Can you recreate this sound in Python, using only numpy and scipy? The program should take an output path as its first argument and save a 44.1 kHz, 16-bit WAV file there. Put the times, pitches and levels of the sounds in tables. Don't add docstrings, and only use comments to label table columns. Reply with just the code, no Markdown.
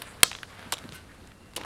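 import sys
import numpy as np
from scipy import signal
from scipy.fft import rfft, irfft
from scipy.io import wavfile
from scipy.ndimage import uniform_filter1d

SR = 44100
rng = np.random.default_rng(int(sys.argv[2]) if len(sys.argv) > 2 else 0)


def put_to_file(sound):
    columns = np.atleast_2d(sound).T
    safe = np.clip(columns, -1, 1)
    whole_steps = np.round(safe * 32767)
    wavfile.write(sys.argv[1], SR, whole_steps.astype(np.int16))


N = 72765
T = np.arange(N) / SR
HZ = np.fft.rfftfreq(N, 1 / SR)


def amp(db):
    return 10 ** (np.asarray(db) / 20)


def unit(x):
    return x / np.sqrt(np.mean(x ** 2) + 1e-20)


def colour(points, hz=HZ):
    f, db = np.transpose(points)
    return amp(np.interp(np.log(hz + 1), np.log(f), db))


def noise(gain):
    return unit(irfft(rfft(rng.standard_normal(N)) * gain, N))


def hump(centre_hz, octaves):
    return np.exp(-.25 * (np.log2((HZ + 1) / centre_hz) / octaves) ** 2)


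def drift(rate_hz):
    return noise(1 / (1 + (HZ / rate_hz) ** 2) ** 2)


def add(mix, start_s, sound):
    part = mix[max(0, round(start_s * SR)):][:len(sound)]
    part += sound[:len(part)]


def resonance(hz, centre_hz, width_hz):
    return 1 / (1 + (2 * (hz - centre_hz) / width_hz) ** 2)


def crack(envelope, passes):
    x = envelope * rng.standard_normal(len(envelope))
    for _ in range(passes):
        x = irfft(np.exp(1j * np.angle(rfft(x))))
        local_rms = np.sqrt(abs(uniform_filter1d(x ** 2, size=24, mode="wrap")) + 1e-12)
        x = x * envelope / local_rms
    return x / np.linalg.norm(x)


def ring_through(x, gain):
    cepstrum = irfft(np.log(np.maximum(gain, 1e-5)))
    cepstrum[1:len(x) // 2] *= 2
    cepstrum[len(x) // 2 + 1:] = 0
    return irfft(rfft(x) * np.exp(rfft(cepstrum)))


def background(air_db=-53, hum_db=-59, hum_hz=93, waver_hz=3.9):
    # frequency in Hz, relative level in dB.
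    air = [(15, -6.5), (30, -8.5), (55, 2), (100, -3), (140, -1.5), (220, -3), (330, -8), (600, -17),
           (1500, -27.5), (3000, -33), (6500, -32), (9800, -30.5), (12500, -39.5), (16000, -48.5)]
    turns = np.cumsum(hum_hz + waver_hz * drift(rate_hz=11)) / SR
    return amp(air_db) * noise(colour(air)) + amp(hum_db) * unit(np.sin(2 * np.pi * turns))


def yard_echo(x, level_db=-21.5, rise_s=.0033, t60_s=.18):
    # frequency in Hz, relative level in dB.
    echo = [(60, -11), (250, -18), (480, 9), (800, -4.5), (1200, 6.5), (1600, -3.5), (2800, -7.5),
            (3700, 0), (7000, 2.5), (10000, -14), (16000, -7.5)]
    tail = noise(colour(echo)) * np.minimum(T / rise_s, 1) * np.exp(-np.log(1000) * T / t60_s)
    return amp(level_db) * signal.fftconvolve(x, tail / np.linalg.norm(tail))[:N]


def whistle(pitch_hz=2756, width_hz=130):
    # time in seconds, level in dB.
    swell = [(1.15, -77.5), (1.4, -68), (1.55, -67), (1.575, -56), (1.65, -58)]
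    return amp(np.interp(T, *np.transpose(swell))) * noise(resonance(HZ, pitch_hz, width_hz))


def thin_ring(start_s=.948, t60_s=.26):
    # frequency in Hz, relative level in dB.
    partials = [(1405, -59.5), (1518, -52), (2094, -58), (2810, -56), (4113, -61), (8242, -61)]
    t = np.maximum(T - start_s, 0)
    tones = sum(2 * amp(db) * np.sin(2 * np.pi * hz * t) for hz, db in partials)
    return np.exp(-np.log(1000) * t / t60_s) * tones


def puffs(centre_hz=170):
    # time of the peak in seconds, width in seconds, level in dB.
    flaps = [(.075, 0.011, -51.5), (0.216, 0.012, -52), (0.673, 0.019, -47), (0.851, 0.0095, -43),
             (0.894, 0.0072, -45), (.93, 0.0086, -49.5), (1.235, 0.011, -49.5), (1.628, 0.012, -52)]
    envelope = sum(amp(db) * np.exp(-.5 * ((T - peak) / width) ** 2) for peak, width, db in flaps)
    return noise(hump(centre_hz, octaves=.51)) * envelope


def roar(flicker_db=1.0, patch_db=1.2):
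    # frequency in Hz, relative level in dB.
    spectrum = [(60, -7.5), (250, -6), (500, 0.5), (800, -2), (1600, -1.5), (2500, -9), (4300, -10),
                (6200, -20.5), (9500, -16), (12500, -22.5), (16000, -39.5)]
    _, _, cells = signal.stft(rng.standard_normal(N), SR, nperseg=256)
    patches = uniform_filter1d(rng.standard_normal(cells.shape), size=6, axis=0)
    patches = unit(uniform_filter1d(patches, size=10, axis=1))
    rush = signal.istft(cells * amp(patch_db * patches), SR, nperseg=256)[1][:N]
    rush = irfft(rfft(rush) * colour(spectrum), N)
    return unit(rush * amp(flicker_db * drift(rate_hz=60)))


def ticks(per_second=200, pitches=12, spread_db=4, fall_s=.0005):
    out, t = np.zeros(N), np.arange(400) / SR
    for hz in np.geomspace(1000, 7000, pitches):
        onsets = rng.random(N) < per_second / pitches / SR
        strength = amp(spread_db * np.minimum(rng.exponential(1, N), 2))
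        ping = np.exp(-t / fall_s) * np.sin(2 * np.pi * hz * t)
        out += signal.oaconvolve(onsets * strength, ping)[:N] / np.sqrt(hz)
    return unit(out)


def flames(ticks_re_roar_db=-9):
    # time in seconds, level of the roar in dB.
    blaze = [(0, -47), (.2, -53.5), (.4, -54.5), (.46, -53.5), (.6, -51.5), (.81, -50), (.92, -53),
             (1.04, -56.5), (1.27, -56), (1.36, -60), (1.52, -59), (1.65, -62.5)]
    return amp(np.interp(T, *np.transpose(blaze))) * (roar() + amp(ticks_re_roar_db) * ticks())


def flares(flutter_db=1.3):
    # start, rise, hold and fade in seconds, level in dB,
    # centre in Hz, width in octaves.
    heads = [(0.045, 0.022, 0.043, .02, -56, 8400, 0.17), (0.02, 0.022, 0.041, 0.028, -50.5, 1760, 0.46),
             (.24, .018, 0.021, 0.079, -42, 4800, .4), (0.493, 0.0091, 0.16, 0.095, -51.5, 1290, 0.68),
             (.74, .005, 0.051, 0.027, -58.5, 1900, 0.93), (.943, .004, .005, .011, -47.5, 10500, .2),
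             (0.9005, 0.047, 0.0066, 0.037, -48.5, 2140, 0.81), (1.083, 0.012, .02, 0.039, -57, 1720, 0.28),
             (1.565, 0.0044, 0.061, 0.046, -49.5, 1700, 0.85), (1.564, 0.0027, 0.055, 0.03, -48, 400, 0.55),
             (1.57, 0.0093, 0.06, .03, -49, 900, 0.14), (1.615, 0.03, .02, .03, -46.5, 1240, .4)]
    out = np.zeros(N)
    for start, rise, hold, fade, db, hz, octaves in heads:
        swell = np.clip((T - start) / rise, 0, 1)
        decay = np.exp(-np.maximum(T - start - rise - hold, 0) / fade)
        out += amp(db) * swell * decay * noise(hump(hz, octaves))
    return out * amp(flutter_db * drift(rate_hz=80))


def snaps(rise_s=.0003, fall_share=.43, ring_q=5, ripple_db=3, size=2048):
    # start and length in seconds, ring pitch in Hz, ring height in dB,
    # then the band levels of thud, knock, body, crack, sizzle and air in dB.
    fractures = [(0.0192, 0.005, 4130, 3, -49, -43, -40, -37, -40, -43),
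                 (0.2058, 0.002, 4200, 3, -56, -57, -52, -51, -55, -61),
                 (0.3145, 0.005, 780, 6, -50, -39, -36, -37, -44, -60),
                 (0.3302, 0.003, 2970, 8, -59, -56, -41, -36, -53, -71),
                 (0.3505, 0.003, 3100, 7, -53, -43, -39, -35, -47, -72),
                 (0.3642, 0.002, 2890, 3, -54, -54, -53, -46, -52, -62),
                 (0.3862, 0.003, 3270, 4, -63, -51, -45, -42, -59, -74),
                 (0.4312, 0.003, 1650, 5, -49, -44, -32, -37, -48, -54),
                 (0.5935, 0.002, 1510, 3, -53, -48, -43, -49, -54, -64),
                 (0.627, 0.002, 1550, 3, -56, -46, -44, -49, -66, -74),
                 (0.7224, 0.0015, 4300, 4, -58, -45, -38, -31, -26, -33),
                 (0.7238, 0.005, 1080, 8, -41, -29, -31, -29, -27, -38),
                 (0.7303, 0.004, 3700, 7, -37, -38, -40, -30, -36, -48),
                 (0.7372, 0.0013, 3600, 6, -39, -40, -42, -26, -29, -40),
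                 (0.7405, 0.003, 2970, 6, -43, -44, -43, -35, -42, -56),
                 (0.7697, 0.003, 3900, 10, -51, -46, -56, -41, -61, -72),
                 (0.7815, 0.003, 3800, 5, -58, -55, -46, -42, -50, -61),
                 (0.7865, 0.003, 7320, 3, -58, -52, -52, -46, -47, -63),
                 (0.84, 0.003, 3920, 5, -52, -50, -51, -50, -60, -67),
                 (0.8908, 0.003, 4310, 4, -52, -51, -50, -44, -53, -66),
                 (0.9226, 0.003, 3490, 4, -47, -54, -48, -42, -48, -65),
                 (0.933, 0.003, 1550, 3, -60, -56, -51, -57, -55, -56),
                 (1.2735, 0.003, 7970, 4, -57, -65, -57, -56, -53, -70),
                 (1.3178, 0.003, 1680, 5, -65, -57, -51, -56, -64, -81),
                 (1.5352, 0.003, 4480, 4, -63, -56, -52, -53, -57, -67),
                 (1.552, 0.002, 2750, 6, -60, -62, -61, -56, -54, -73),
                 (1.5623, 0.003, 4200, 2, -62, -53, -45, -41, -34, -39),
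                 (1.565, 0.003, 2950, 12, -40, -46, -39, -29, -34, -44),
                 (1.5683, 0.004, 4450, 8, -40, -52, -46, -37, -37, -47),
                 (1.5725, 0.005, 990, 4, -45, -42, -45, -41, -43, -50),
                 (1.579, 0.005, 430, 4, -38, -42, -45, -44, -54, -64),
                 (1.6132, 0.003, 1720, 5, -43, -47, -38, -44, -51, -62),
                 (1.6348, 0.004, 2950, 7, -56, -52, -52, -43, -55, -63),
                 (1.6482, 0.002, 950, 5, -40, -34, -37, -48, -49, -59)]
    bands = [(250, 700), (700, 1300), (1300, 2500), (2500, 5000), (5000, 11000), (11000, 16000)]
    # frequency in Hz, relative level in dB.
    wood = [(60, -22), (250, -8), (450, 0), (3500, 0), (4800, -6), (6300, -11), (9500, -6.5),
            (12000, -10.5), (16000, -25)]
    out, t, hz = np.zeros(N), np.arange(size) / SR, np.fft.rfftfreq(size, 1 / SR)
    centres = np.sqrt(np.prod(bands, axis=1))
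    for start, length, pitch, ring_db, *levels in fractures:
        ring = 1 + (amp(ring_db) - 1) * resonance(hz, pitch, pitch / ring_q)
        ripple = unit(uniform_filter1d(rng.standard_normal(len(hz)), size=16))
        gain = colour(wood, hz) * ring * amp(ripple_db * ripple)
        for _ in range(4):
            power = np.array([np.mean(gain ** 2 * ((hz >= low) & (hz < high))) for low, high in bands])
            gain = gain * colour(list(zip(centres, levels - 10 * np.log10(power))), hz)
        envelope = (1 - np.exp(-t / rise_s)) * np.exp(-t / (length * fall_share))
        splinters = crack(envelope, passes=2)
        add(out, start, np.sqrt(length * SR) * ring_through(splinters, gain))
    return out


def burst(start_s=.232, gas_db=-1.2, hold_s=.0024, fall_s=.0005, push_db=-7, push_s=.001, size=4096):
    # frequency in Hz, relative level in dB.
    blast = [(30, -24), (200, -22), (300, -20), (650, -22), (1150, -15), (1450, -7), (1900, -13),
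             (2400, -7), (3000, -13), (4700, -7.5), (5600, -7.5), (6600, -16), (7500, -11), (11000, -11.5),
             (15000, -19), (17000, -34)]
    # frequency in Hz, width in Hz, relative level in dB.
    bundle = [(450, 130, -8.5), (745, 120, -12), (1025, 140, -6), (1400, 200, -9), (1674, 240, -2),
              (2178, 260, -2), (2670, 280, 0), (3225, 280, 3), (3736, 280, -1), (4228, 300, -1),
              (7916, 450, -2), (8600, 350, -7), (9644, 600, -1.5)]
    out, t, hz = np.zeros(N), np.arange(size) / SR, np.fft.rfftfreq(size, 1 / SR)
    bundle_power = sum((amp(db) * resonance(hz, centre, width)) ** 2 for centre, width, db in bundle)
    gain = unit(np.sqrt(colour(blast, hz) ** 2 + bundle_power))
    envelope = np.exp(-np.maximum(t - hold_s, 0) / fall_s)
    gas = np.sqrt(hold_s * SR) * ring_through(crack(envelope, passes=12), gain)
    push = (1 - t / push_s) * np.exp(-t / push_s)
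    add(out, start_s, amp(gas_db) * gas + amp(push_db) * push)
    return out


def scene():
    cracks = snaps() + burst()
    mix = cracks + flames() + yard_echo(cracks)
    return (mix + flares() + puffs() + thin_ring() + whistle() + background())[None]


def record(dry):
    clipped = np.clip(dry, -1, 1)
    lowpass = signal.firwin(255, 16000, window=("kaiser", 9), fs=SR)
    return signal.oaconvolve(clipped, lowpass[None], "same")


dry = scene()
out = record(dry)
put_to_file(out)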